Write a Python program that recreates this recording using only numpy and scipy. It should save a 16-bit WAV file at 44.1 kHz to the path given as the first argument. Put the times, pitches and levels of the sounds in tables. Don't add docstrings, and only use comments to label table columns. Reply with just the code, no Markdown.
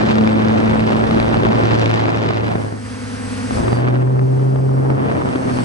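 import sys
import numpy as np
from scipy import signal
from scipy.fft import rfft, irfft
from scipy.io import wavfile
from scipy.ndimage import uniform_filter1d

SR = 44100
rng = np.random.default_rng(int(sys.argv[2]) if len(sys.argv) > 2 else 0)


def transcribe(signal):
    frames = np.atleast_2d(signal).T
    limited = np.clip(frames, -1, 1)
    pcm = np.round(limited * 32767).astype(np.int16)
    wavfile.write(sys.argv[1], SR, pcm)


N = 248723
TIME = np.arange(N) / SR
FREQS = np.maximum(np.fft.rfftfreq(N, 1 / SR), 1)

# time_s, level_db (300-900 Hz), bright_db (2-4 kHz re level)
WASH = [(0, -18.5, -10), (.4, -18.5, -13.5), (1.0, -18.5, -13.5), (1.45, -17, -14), (1.83, -18.5, -9.5),
        (2.52, -21.5, -13.5), (2.72, -30.5, -24), (2.85, -48, -23), (3.46, -45, -10), (3.58, -21, -21),
        (3.9, -21.8, -16.5), (4.1, -26.5, -27), (4.7, -25.5, -32.5), (5.12, -19, -18.5),
        (5.4, -23.5, -17.5), (5.64, -22, -15.5)]
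# blade_hz, blade_db, octave_db (both before whir gain), share of near rotor's speed change
OTHER_ROTORS = [(221, -40, -46, -.15), (237.5, -35, -43, -.03), (247.3, -32, -40.5, .25),
                (264, -33, -46, -.08)]


def undb(db):
    return 10 ** (np.asarray(db) / 20)


def curves(table):
    time_s, *columns = np.transpose(table)
    return [np.interp(TIME, time_s, c) for c in columns]


def over_frequency(table):
    hz, *columns = np.transpose(table)
    return [np.interp(np.log(FREQS), np.log(hz), c) for c in columns]


def walk(rate_hz):
    hold = max(int(SR / rate_hz), 2)
    steps = np.repeat(rng.standard_normal(N // hold + 2), hold)
    steps = steps[rng.integers(hold):][:N]
    smooth = uniform_filter1d(uniform_filter1d(steps, hold), hold)
    return smooth / smooth.std()


def port_noise(colour, ports):
    coherence, lead_rad = over_frequency(ports)
    shared, own = rfft(rng.standard_normal((2, N)))
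    right = coherence * shared * np.exp(-1j * lead_rad) + np.sqrt(1 - coherence ** 2) * own
    return np.array([shared, right]) * undb(over_frequency(colour)[0])


def tone(phase, rms_db, lead_rad=0):
    return np.sqrt(2) * undb(rms_db) * np.cos(phase + np.array([[lead_rad], [-lead_rad]]) / 2)


def turning(hz):
    return 2 * np.pi * np.cumsum(hz) / SR


def near_rotor(angle, shaft_db, blade_db, usual_throb_db=-18):
    wash_db, _ = curves(WASH)
    throb_db = 20 * np.log10(np.hypot(undb(shaft_db), undb(blade_db)))
    third_db = -29.5 + 1.38 * (throb_db - usual_throb_db)
    shake_db = 1.15 * np.clip(undb(wash_db - throb_db), .35, 2)
    shaft = tone(angle, shaft_db + shake_db * walk(25), lead_rad=.77)
    blade = tone(2 * angle + np.pi / 2, blade_db + shake_db * walk(25), lead_rad=.64)
    third = tone(3 * angle, third_db + shake_db * walk(25), lead_rad=2.43)
    return shaft + blade + third


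def downwash(angle, blade_share, usual_bright_db=-12):
    # freq_hz, relative_db
    colour = [(22, -20), (40, -19), (65, -7), (100, -2), (170, 1.5), (350, 2), (600, -1), (1000, -6),
              (1700, -12), (2500, -17.5), (3700, -24), (5000, -30), (7000, -41), (11000, -56)]
    # freq_hz, coherence, left_lead_rad
    ports = [(60, 1, 0.17), (160, 0.68, 1.2), (288, 0.21, 1.15), (392, 0.45, 2.66), (587, 0.63, 3.01),
             (1990, 0.72, 3.55), (4100, 0.61, 4.53), (8000, 0.9, 5.56)]
    wash_db, bright_db = curves(WASH)
    bright_db = bright_db + walk(18)
    air = port_noise(colour, ports)
    air /= irfft(air * ((FREQS > 300) & (FREQS < 900)), N).std()
    passes = np.cos(angle) * (1 - .5 * blade_share) + blade_share * np.cos(2 * angle)
    body_db, crack_db = slaps()
    puffing = 3 * passes + 2 * walk(520) + .68 * walk(55)
    puffing /= 1 + abs(crack_db) / 2
    crackle = 2 * walk(1800)
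    crackle += 4 * np.clip(walk(1300) - 1.6, 0, 1.3)
    out = 0
    for hz in 2. ** np.arange(5, 15):
        octave = np.maximum(1 - abs(np.log2(FREQS / hz)), 0)
        treble = np.interp(np.log2(hz), np.log2([520, 1006, 2150, 4096]), [0, .15, .68, 1.3])
        depth = np.interp(np.log2(hz), np.log2([130, 900, 4100, 8200]), [.34, 1.07, 1.14, 1.23])
        puffs = undb(depth * (puffing + treble * crackle))
        puffs /= np.sqrt(np.mean(puffs ** 2))
        slap_db = body_db + min(treble, 1) * (crack_db - body_db)
        gain_db = wash_db + treble * (bright_db - usual_bright_db) + slap_db
        out += undb(gain_db) * puffs * irfft(air * octave, N)
    return out


def slaps(body_s=.003, crack_s=.002):
    # centre_s, body_db, crack_db
    hits = [(.089, 2, 6), (.115, 1, 5), (0.805, 2, 10), (1.556, 3, 6), (1.733, 9.5, 4.5), (1.87, 4.5, 2),
            (2.289, 2.5, 11), (2.306, 6, 11.5), (2.556, 11, 13), (2.725, 12, 15), (3.509, 22.5, 6),
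            (3.682, 9.5, 16), (3.73, 11.5, 13), (3.885, 5, 13.5), (3.947, 4.5, 17), (4.194, 8.5, 23.5),
            (4.396, 5.5, 20), (4.56, 10, 17.5), (4.903, 9, 24.5), (5.359, 8, 10)]
    body_db = sum(db * np.exp(-((TIME - s) / body_s) ** 2) for s, db, _ in hits)
    crack_db = sum(db * np.exp(-((TIME - s) / crack_s) ** 2) for s, _, db in hits)
    return body_db, crack_db


def buffets(centre_hz=65, width_oct=.81):
    # centre_s, half_length_s, rms_db, left_minus_right_db
    eddies = [(0.723, 0.11, -29, 4), (1.276, 0.23, -26, -1), (3.61, 0.099, -27.5, 10)]
    band = np.exp(-(np.log2(FREQS / centre_hz) / width_oct) ** 2 / 2)
    rumble = irfft(rfft(rng.standard_normal(N)) * band, N)
    swells = 0
    for centre_s, half_s, rms_db, pan_db in eddies:
        port_gain = undb(rms_db + np.array([[pan_db], [-pan_db]]) / 2)
        swells += port_gain * np.exp(-((TIME - centre_s) / half_s) ** 2)
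    return swells * rumble / rumble.std()


def other_rotors(blade_angles, chop=.1, hiss_db=-32.5, overtone_db=-51):
    # freq_hz, relative_db
    colour = [(22, -16), (45, -0.5), (90, 6), (170, 0), (320, -9), (600, -8.5), (1000, -7.5), (1700, -8),
              (2500, -12.5), (3700, -18.5), (4800, -15), (6200, -20), (7500, -21), (8600, -17.5),
              (11000, -26)]
    # freq_hz, coherence, left_lead_rad
    ports = [(60, .93, -0.1), (250, 0.6, 0.7), (500, 0.45, 2.5), (1300, 0.57, 1.56), (3000, 0.71, 1.1),
             (5000, 0.26, 0.9), (10000, 0.78, -5.4)]
    hum, swish = 0, 1
    for phase, (_, blade_db, octave_db, _) in zip(blade_angles, OTHER_ROTORS):
        hum += tone(phase, blade_db + walk(13), lead_rad=1.18)
        hum += tone(2 * phase, octave_db + walk(5.6), lead_rad=1.65)
        for k in range(3, 9):
            hum += tone(k * phase, overtone_db - .5 * k + 3 * walk(12), lead_rad=1.94)
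        swish += chop * np.cos(phase)
    hiss = irfft(port_noise(colour, ports), N)
    return hum + hiss / hiss.std() * swish * undb(hiss_db + .82 * walk(15))


def near_overtones(angle, first_db=-45, fall_db=4):
    return sum(tone(2 * k * angle, first_db - fall_db * (k - 2) + 2 * walk(12), lead_rad=2)
               for k in (2, 3, 4))


def motor_drives(shaft_angles, switch_hz=8060, beat_hz=18, poles=14):
    # torque_ripple_db, lower_sideband_db, upper_sideband_db
    magnet_db = (-65, -64, -71)
    carrier = turning(switch_hz + 2.72 * walk(25))
    whine = tone(carrier, -52 + 3.6 * walk(18), lead_rad=1)
    slow_carrier = carrier - turning(beat_hz + 4 * walk(25))
    whine += tone(slow_carrier, -56 + 2.7 * walk(22))
    for k in (1, 2):
        whine += tone(carrier + k * shaft_angles[0], -65 + 2.1 * walk(15))
    for angle in shaft_angles:
        pole = poles * angle
        phases = (3 * pole, carrier - pole, carrier + pole)
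        for phase, db in zip(phases, magnet_db):
            whine += tone(phase, db + 3 * walk(13))
    return whine


def singing_motor(fade_s=.029, waver_hz=16):
    # time_s, pitch_hz, level_db
    whistles = [
        [(3.51, 5040, -54), (3.56, 5190, -45), (3.6, 5260, -60)],
        [(3.64, 4800, -60), (3.75, 4670, -43.5), (3.82, 4600, -58)],
        [(4.5, 4800, -62), (4.8, 4910, -69), (5.2, 4850, -66)],
        [(5.44, 4470, -70), (5.55, 4450, -47), (5.64, 4460, -51)],
    ]
    out = 0
    for track in whistles:
        pitch_hz, level_db = curves(track)
        inside_s = np.minimum(TIME - track[0][0], track[-1][0] - TIME)
        gate = np.clip(inside_s / fade_s + 1, 0, 1)
        phase = turning(pitch_hz + waver_hz * walk(200))
        out += gate * tone(phase, level_db + 1.8 * walk(40), lead_rad=1)
    return out


def sputter(rate_hz=7, band_hz=(1200, 7000)):
    wash_db, bright_db = curves(WASH)
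    hits = rng.random((2, N)) < rate_hz / SR
    size_db = 9 + 4 * np.minimum(rng.exponential(size=(2, N)), 3)
    band = signal.butter(1, band_hz, "bandpass", fs=SR, output="sos")
    return signal.sosfilt(band, hits * undb(wash_db + bright_db + size_db))


def scene(hover_hz=103, wander=.00399):
    # time_s, shaft_hz
    speed = [(0, 108.9), (.85, 110.1), (1.6, 113), (2.5, 110), (2.68, 106), (3.4, 101.9), (3.7, 118.6),
             (3.85, 124), (4.1, 128.6), (4.5, 132.1), (5.12, 133.4), (5.64, 123.6)]
    # time_s, shaft_db (once a turn), blade_db (twice a turn)
    throb = [(0, -28, -20), (.2, -22, -15.5), (1.1, -25, -21), (1.75, -19, -29.5), (2.4, -23, -40.5),
             (2.75, -30, -38), (3.0, -33, -42), (3.55, -28, -32.5), (3.7, -18, -33), (4.2, -14, -35),
             (4.88, -16, -30.5), (5.28, -31.5, -28), (5.64, -25.5, -24.5)]
    # time_s, gain_db
    whir_gain = [(0, -13.5), (1.2, -9), (2.25, -21), (2.62, -5.5), (3.55, 3.5), (3.75, -2), (3.86, -14),
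                 (4.5, -10), (4.95, -10.5), (5.55, -1)]
    shaft_hz, = curves(speed)
    shaft_db, blade_db = curves(throb)
    whir_db, = curves(whir_gain)
    speed_change = shaft_hz / hover_hz - 1
    blade_angles = [turning(hz * (1 + share * speed_change + wander * walk(4)))
                    for hz, _, _, share in OTHER_ROTORS]
    shaft_angle = turning(shaft_hz)
    whine = motor_drives([shaft_angle] + [a / 2 for a in blade_angles])
    whir = other_rotors(blade_angles) + near_overtones(shaft_angle) + whine
    wake_angle = shaft_angle + .032 * walk(40)
    blade_share = undb(blade_db) / (undb(blade_db) + undb(shaft_db))
    wake = near_rotor(wake_angle, shaft_db, blade_db) + downwash(wake_angle, blade_share) + buffets()
    return wake + whir * undb(whir_db) + singing_motor() + sputter()


def record(dry):
    top_hz = 11050
    lowpass = signal.ellip(12, .1, 80, top_hz, fs=SR, output="sos")
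    return signal.sosfilt(lowpass, np.clip(dry, -.9, .9))


dry = scene()
out = record(dry)
transcribe(out)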